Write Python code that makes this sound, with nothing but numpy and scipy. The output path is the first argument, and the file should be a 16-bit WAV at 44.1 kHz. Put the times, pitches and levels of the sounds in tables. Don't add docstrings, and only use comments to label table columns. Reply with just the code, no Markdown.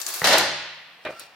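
import sys
import numpy as np
from scipy import signal
from scipy.fft import rfft, irfft, next_fast_len
from scipy.io import wavfile
from scipy.ndimage import uniform_filter1d

SR = 44100
rng = np.random.default_rng(int(sys.argv[2]) if len(sys.argv) > 2 else 0)


def linear_from_db(decibels):
    return 10 ** (np.asarray(decibels, float) / 20)


def master_out(mix):
    frames = np.transpose(np.atleast_2d(mix))
    ceiling = np.clip(frames, -1, 1)
    pcm = np.round(ceiling * 32767).astype(np.int16)
    wavfile.write(sys.argv[1], SR, pcm)


N = 59535

# time_s, level_db
SLIDE = [(0, -32), (.012, -37), (.058, -40.5), (.066, -34.5), (.09, -31.5), (.114, -36), (.14, -32),
         (.2, -35.5), (.238, -37.5)]
# frequency_hz, density_db
SLIDE_TONE = [(150, -50.5), (350, -16.5), (650, -11), (1340, -9.5), (2200, -13), (4000, -10.5), (8000, -12),
              (16000, -11.5)]
SLIDE_PER_S, SLIDE_WET_DB = 4300, -5

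# start_s, peak_db, pitch_hz, decay_t60_s, left_over_right_db
TICKS = [(0.0153, -19, 6580, 0.061, 11.5), (0.0648, -18.5, 6170, 0.046, 12.5),
         (0.0867, -25, 8900, 0.046, 22), (0.1395, -21, 13800, 0.12, 13), (0.195, -28, 11200, 0.055, 13),
         (0.2431, -8.5, 5460, 0.13, 4.5), (0.2681, -16.5, 6400, 0.1, -14.5),
         (0.2716, -11, 4980, 0.16, 14.5), (0.3286, -11.5, 4300, 0.035, -4),
         (0.3804, -11.5, 11200, 0.021, -2.5), (0.3825, -12, 7900, .03, 0), (0.3826, -11, 4670, 0.077, 5),
         (1.05, -39.5, 5100, 0.077, 9), (1.106, -46, 6000, 0.082, 10), (1.1957, -27, 10600, 0.023, 10),
         (1.197, -40, 8360, .025, 8), (1.1985, -40, 4490, 0.058, 6)]
# frequency_hz, density_db
TICK_TONE = [(880, -42), (2500, -13), (4000, -1.5), (8740, -4), (12000, -4.5), (14600, -9), (16000, -19.5)]
TICK_FOCUS_DB, TICK_PING_DB, TICK_WET_DB = 5.5, -17.5, 0.5
CRACK_DB, CRACK_T60_S = 1, 0.016

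# frequency_hz, level_db, decay_t60_s
BOOM_MODES = [(151, -34.5, 0.047), (95, -41, .08), (299, -38, 0.08), (97, -45, 0.64), (156.7, -49.5, 1),
              (210, -39, 0.14)]
BOOM_TIMES = [.217, .243, .26, .405, .37, .42]
BOOM_SWELL_S, BOOM_WET_DB = 0.029, -6.0

# start_s, peak_db
BUMPS = [
    (0.2177, -15),
    (0.23, -22),
    (0.2318, -24.5),
]
# frequency_hz, density_db
BUMP_TONE = [(60, -22), (130, -1.5), (330, -10.5), (560, -3.5), (800, -6.5), (1500, -8), (3300, -16),
             (7000, -41)]
BUMP_T60_S, BUMP_WET_DB = 0.019, 3.5
BUMP_PING_HZ, BUMP_PING_DB, BUMP_PING_T60_S = 1906, -18, 0.02

# time_s, level_db
SHUDDER = [(.2415, -62), (.2428, -11.5), (.262, -17.5), (.27, -34), (.274, -16), (.335, -11.5),
           (.378, -18.5), (.39, -16), (.5, -36)]
# start_s, level_db
BLOWS = [
    (0.2422, 7.5),
    (0.2724, 8),
    (0.3822, 4),
]
# frequency_hz, density_db
DOOR_TONE = [(24, -71), (60, -35.5), (330, -11), (663, -1.5), (1070, -4.5), (1410, -1), (2260, -4.5),
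             (4240, -1), (16000, -30.5)]
# frequency_hz, decay_t60_s
DOOR_T60 = [(100, 0.36), (700, 0.12), (4000, 0.073), (14000, 0.062)]
# frequency_hz, level_db, decay_t60_s
DOOR_MODES = [(310.6, -5, 0.12), (572.6, -2, 0.13), (646, -3, 0.15), (754, -11.5, 0.11), (927, -9, 0.13),
              (968, -16, 0.115), (1356, -22, 0.16), (1765, -5, 0.21), (1980, -6, 0.12), (2400, -12.5, 0.13),
              (3290, -14.5, 0.1), (3880, -12, 0.07), (4300, -7, 0.11), (4630, -13, 0.16)]
SHUDDER_PER_S, SHUDDER_WET_DB, DOOR_MODES_DB, DOOR_LIKENESS = 3600, -8.5, -13, 0.11
SOFTEN_HZ, SOFTEN_S = 5960, 0.11

# start_s, peak_db, pitch_hz
CLANKS = [(0.2432, -14, 1137), (.2672, -20.5, 890), (0.2734, -7.5, 1840), (0.2787, -10, 2050),
          (.2885, -14.5, 1680), (.2935, -13, 650), (0.2992, -14, 1700), (.3055, -14.5, 610),
          (0.3099, -16, 1800), (.3195, -13, 610), (.33, -14.5, 890), (.335, -23, 1480), (.343, -16, 1580),
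          (.3545, -13.5, 676), (0.3592, -12, 1110), (0.3739, -13, 1520), (.391, -17, 770), (.407, -16, 700),
          (.411, -8.5, 4500), (.4185, -16.5, 844), (.432, -21, 901.4)]
CLANK_CYCLES, CLANK_PARTNER_RATIO, CLANK_SPREAD = 12.2, 1.42, 0.2

# time_s, level_db
BRUSH = [(.99, -110), (1.02, -63), (1.045, -57), (1.09, -54), (1.115, -50), (1.135, -55), (1.19, -49),
         (1.2, -40), (1.27, -54)]
# frequency_hz, density_db
BRUSH_TONE = [(300, -13), (2500, -5.5), (4800, -1), (7000, -12), (16000, -17)]

# start_s, peak_db, brightness_hz
KNOCKS = [(1.0504, -27.5, 4700), (1.0535, -32, 1480), (1.0565, -34.5, 4000), (1.062, -28.5, 3330),
          (1.0651, -25.5, 2150), (1.0735, -35, 2400), (1.0875, -25, 1230), (1.094, -36, 1500),
          (1.1, -37, 2520), (1.1055, -25, 940), (1.121, -26.5, 1790), (1.135, -26.5, 1025),
          (1.146, -37, 1000)]
# frequency_hz, level_db, decay_t60_s
HANDLE_MODES = [(145, -31, 0.08), (438, -19, 0.052), (557, -18, 0.053), (630, -10, 0.11),
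                (700, -14.5, 0.034), (920, -15.5, 0.054), (1194, -14, 0.059), (1536, -13.5, 0.034),
                (1837, -9, 0.045), (2414, -8, 0.08), (3730, -11, .03)]
# frequency_hz, density_db
HANDLE_TONE = [(80, -28), (150, -18), (350, 4), (630, 10), (1000, 1), (2300, 4.5), (4200, -2.5),
               (7000, -30)]
# time_s, gain_db
PALM = [(1.0, 0), (1.109, 0), (1.112, -7), (1.137, -8), (1.141, -13), (1.35, -20)]
KNOCK_T60_S, KNOCK_NOISE_DB, KNOCK_WET_DB = 0.06, 3, -10

# time_s, level_db
SQUEAK = [(1.138, -70), (1.152, -53), (1.17, -48), (1.195, -47), (1.199, -62), (1.235, -68), (1.25, -63),
          (1.3, -68)]
# time_s, level_db
SQUEAK_OCTAVE = [(1.12, -72), (1.133, -55), (1.158, -56), (1.17, -61), (1.195, -60), (1.25, -61),
                 (1.32, -68)]
SQUEAK_HZ, SQUEAK_OCTAVE_HZ = 1357, 2772
SQUEAK_WOBBLE_DB, SQUEAK_WET_DB = 2.5, -7

# frequency_hz, decay_t60_s
SHED_T60 = [(60, 0.91), (250, 0.61), (600, 0.67), (1400, 0.99), (2500, 1.31), (4000, 1.03), (7000, 0.66),
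            (14000, 0.24)]
# frequency_hz, density_db
SHED_TONE = [(60, -6), (300, -1), (1000, -1.5), (3000, 0.5), (6000, -2.5), (15000, -10)]
SHED_RISE_S = 0.02
SHIELD_S, SHIELD_DB = 1, -7
# frequency_hz, correlation
LIKENESS = [(100, 1), (300, 0.98), (600, 0.95), (1200, 0.69), (2500, 0.48), (6000, 0.033)]
# frequency_hz, density_db
AIR_TONE = [(30, -13), (157, -0.5), (384, -1.5), (721, 7.5), (2480, 3.5), (4500, -3), (7000, -17),
            (16000, -17)]
AIR_DB, LEFT_DB = -53.5, 0.23
LOW_CUT_HZ, MIC_TOP_HZ, CLIP = 98, 16900, 1


def rms_one(x):
    return x / np.sqrt(np.mean(x ** 2) + 1e-20)


def at_hz(points, hz):
    table = np.array(points)
    return np.interp(np.log(hz), np.log(table[:, 0]), table[:, 1])


def gain_curve(rows):
    s, db = np.transpose(rows)
    return linear_from_db(np.interp(np.arange(N) / SR, s, db, left=-150, right=-150))


def dying_noise(tone, t60s, near=0., size=16384):
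    hz = np.maximum(np.arange(size // 2 + 1) * SR / size, 1)
    t = np.arange(size) / SR
    coloured = rfft(rng.standard_normal((2, size))) * linear_from_db(at_hz(tone, hz))
    out = 0
    for k in range(28):
        centre = 31.25 * 2 ** (k / 3)
        offset = np.clip(3 * np.log2(hz / centre), -1, 1)
        mid, side = irfft(coloured * np.cos(np.pi / 2 * offset) ** 2, size)
        alike = np.clip(1 - (1 - at_hz(LIKENESS, centre)) * (1 - near), 0, 1)
        shape = linear_from_db(-60 * t / at_hz(t60s, centre)) * (1 - np.exp(-2 * t * centre))
        out = out + shape * (np.sqrt(1 + alike) * mid + np.sqrt(1 - alike) * side * [[1], [-1]])
    return out / np.sqrt(np.sum(out ** 2) / 2)


def through(x, response):
    size = next_fast_len(2 * N)
    return irfft(rfft(x, size) * rfft(response, size), size)[..., :N]


def ring(force, hz, t60):
    r = linear_from_db(-60 / (t60 * SR))
    w = 2 * np.pi * hz / SR
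    return signal.lfilter([0, np.sin(w)], [1, -2 * r * np.cos(w), r * r], force + 1e-18)


def clicks_at(s, gain):
    out = np.zeros(N)
    out[(np.atleast_1d(s) * SR).astype(int)] = gain
    return out


def grains(per_s, spread_db):
    sizes = linear_from_db(spread_db * np.minimum(rng.exponential(1, N), 4))
    sizes = sizes * rng.choice([-1, 1], N)
    return rms_one(sizes * (rng.random(N) < per_s / SR))


def scattered(push, tone, t60s, near, count=6):
    place = rng.integers(0, count, N)
    return sum(through(push * (place == k), dying_noise(tone, t60s, near)) for k in range(count))


def slide():
    push = grains(SLIDE_PER_S, spread_db=2.5) * gain_curve(SLIDE)
    return scattered(push, SLIDE_TONE, [(300, 0.03), (9000, 0.016)], near=0.046)


def ticks():
    out = np.zeros((2, N))
    crack = 1 + linear_from_db(CRACK_DB - 60 * np.arange(8192) / SR / CRACK_T60_S)
    hz_grid = np.geomspace(800, 17000, num=30)
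    for s, db, hz, t60, pan_db in TICKS:
        focus_db = TICK_FOCUS_DB * np.exp(-8 * np.log(hz_grid / hz) ** 2)
        tone = np.column_stack([hz_grid, at_hz(TICK_TONE, hz_grid) + focus_db])
        burst = crack * dying_noise(tone, [(3000, t60), (14000, 1.96 * t60)], near=0.12, size=8192)
        click = clicks_at(s, linear_from_db(db))
        ping = ring(click, hz, 0.3 * t60) + ring(click, 0.74 * hz, 0.32 * t60)
        tick = through(click, burst / np.abs(burst).max()) + linear_from_db(TICK_PING_DB) * ping
        out += tick * linear_from_db([[pan_db / 2], [-pan_db / 2]])
    return out


def booms():
    out = 0
    for s, (hz, db, t60) in zip(BOOM_TIMES, BOOM_MODES):
        click = clicks_at(s, linear_from_db(db) * 14 / SR / BOOM_SWELL_S)
        swell = ring(click, hz, BOOM_SWELL_S)
        out = out + ring(swell, hz, t60)
    return out * np.ones((2, 1))


def bumps():
    out = ring(clicks_at(BUMPS[0][0], linear_from_db(BUMP_PING_DB)), BUMP_PING_HZ, BUMP_PING_T60_S)
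    decay = [(150, 2 * BUMP_T60_S), (2500, 0.83 * BUMP_T60_S)]
    for s, db in BUMPS:
        body = dying_noise(BUMP_TONE, decay, near=0.82, size=4096)
        out = out + through(clicks_at(s, linear_from_db(db)), body / np.abs(body).max())
    return out


def door():
    hard = grains(SHUDDER_PER_S, spread_db=5.0) * gain_curve(SHUDDER)
    soft = signal.sosfilt(signal.butter(2, SOFTEN_HZ, fs=SR, output="sos"), hard)
    hard_share = np.exp(-np.maximum(np.arange(N) / SR - BLOWS[0][0], 0) / SOFTEN_S)
    blows = sum(clicks_at(s, linear_from_db(db)) for s, db in BLOWS)
    push = hard_share * hard + (1 - hard_share) * soft + blows
    modes = 0
    for hz, db, t60 in DOOR_MODES:
        mode = ring(clicks_at(0, 0.56), hz, t60) / np.sqrt(t60 * SR / 28)
        modes = modes + linear_from_db(db) * rng.choice([-1, 1]) * mode
    dense = scattered(push, DOOR_TONE, DOOR_T60, near=DOOR_LIKENESS, count=8)
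    return dense + linear_from_db(DOOR_MODES_DB) * through(push, modes)


def clanks():
    out = 0
    for k, (s, db, hz) in enumerate(CLANKS):
        click = clicks_at(s, linear_from_db(db))
        side = CLANK_SPREAD * (-1) ** k * np.array([[1], [-1]])
        t60 = CLANK_CYCLES / hz
        partner = ring(click, CLANK_PARTNER_RATIO * hz, t60)
        out = out + ring(click, hz, t60) - 0.42 * (1 + side) * partner
    return out


def brush():
    push = grains(6700, spread_db=-3.5) * gain_curve(BRUSH)
    return scattered(push, BRUSH_TONE, [(300, 0.052), (9000, 0.01)], near=0.086, count=3)


def handle():
    out = 0
    decay = [(200, KNOCK_T60_S), (4000, 2.6 * KNOCK_T60_S)]
    for s, db, cut_hz in KNOCKS:
        body = dying_noise(HANDLE_TONE, decay, near=0.1, size=8192)
        push = signal.sosfilt(signal.butter(2, cut_hz, fs=SR, output="sos"), clicks_at(s, linear_from_db(db)))
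        modes = sum(linear_from_db(level_db + rng.normal(0, 3.3)) * ring(push, hz, t60)
                    for hz, level_db, t60 in HANDLE_MODES)
        out = out + modes + linear_from_db(KNOCK_NOISE_DB) * through(push, body / np.abs(body).max())
    return out * gain_curve(PALM)


def squeak():
    t = np.arange(N) / SR
    drift = rms_one(uniform_filter1d(rng.standard_normal((2, N)), size=200))
    wobble = linear_from_db(SQUEAK_WOBBLE_DB * drift)
    low = gain_curve(SQUEAK) * wobble[0] * np.sin(2 * np.pi * SQUEAK_HZ * t)
    high = gain_curve(SQUEAK_OCTAVE) * wobble[1] * np.sin(2 * np.pi * SQUEAK_OCTAVE_HZ * t)
    return np.sqrt(2) * (low + high) * np.ones((2, 1))


def scene():
    layers = [(slide() + brush(), SLIDE_WET_DB), (ticks(), TICK_WET_DB), (booms(), BOOM_WET_DB),
              (bumps(), BUMP_WET_DB), (door() + clanks(), SHUDDER_WET_DB),
              (handle(), KNOCK_WET_DB), (squeak(), SQUEAK_WET_DB)]
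    shed = dying_noise(SHED_TONE, SHED_T60, size=N)
    shed = shed * (1 - np.exp(-np.arange(N) / SR / SHED_RISE_S))
    shield = np.where(np.arange(N) > SHIELD_S * SR, linear_from_db(SHIELD_DB), 1)
    send = sum(linear_from_db(wet_db) * x.mean(axis=0) for x, wet_db in layers)
    wet = through(shield * send, shed)
    steady = [(100, 1e3), (9000, 1e3)]
    air = linear_from_db(AIR_DB) * rms_one(dying_noise(AIR_TONE, steady, size=N))
    direct = sum(x for x, wet_db in layers)
    return (direct + wet + air) * linear_from_db([[LEFT_DB / 2], [-LEFT_DB / 2]])


def band_limit(x):
    return signal.sosfilt(signal.butter(12, 16470, fs=SR, output="sos"), x)


def record(dry):
    x = signal.sosfilt(signal.butter(2, LOW_CUT_HZ, "high", fs=SR, output="sos"), dry)
    x = CLIP * np.tanh(x / CLIP)
    x = signal.sosfilt(signal.cheby2(10, 50, MIC_TOP_HZ, fs=SR, output="sos"), x)
    return band_limit(x)


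dry = scene()
out = record(dry)
master_out(out)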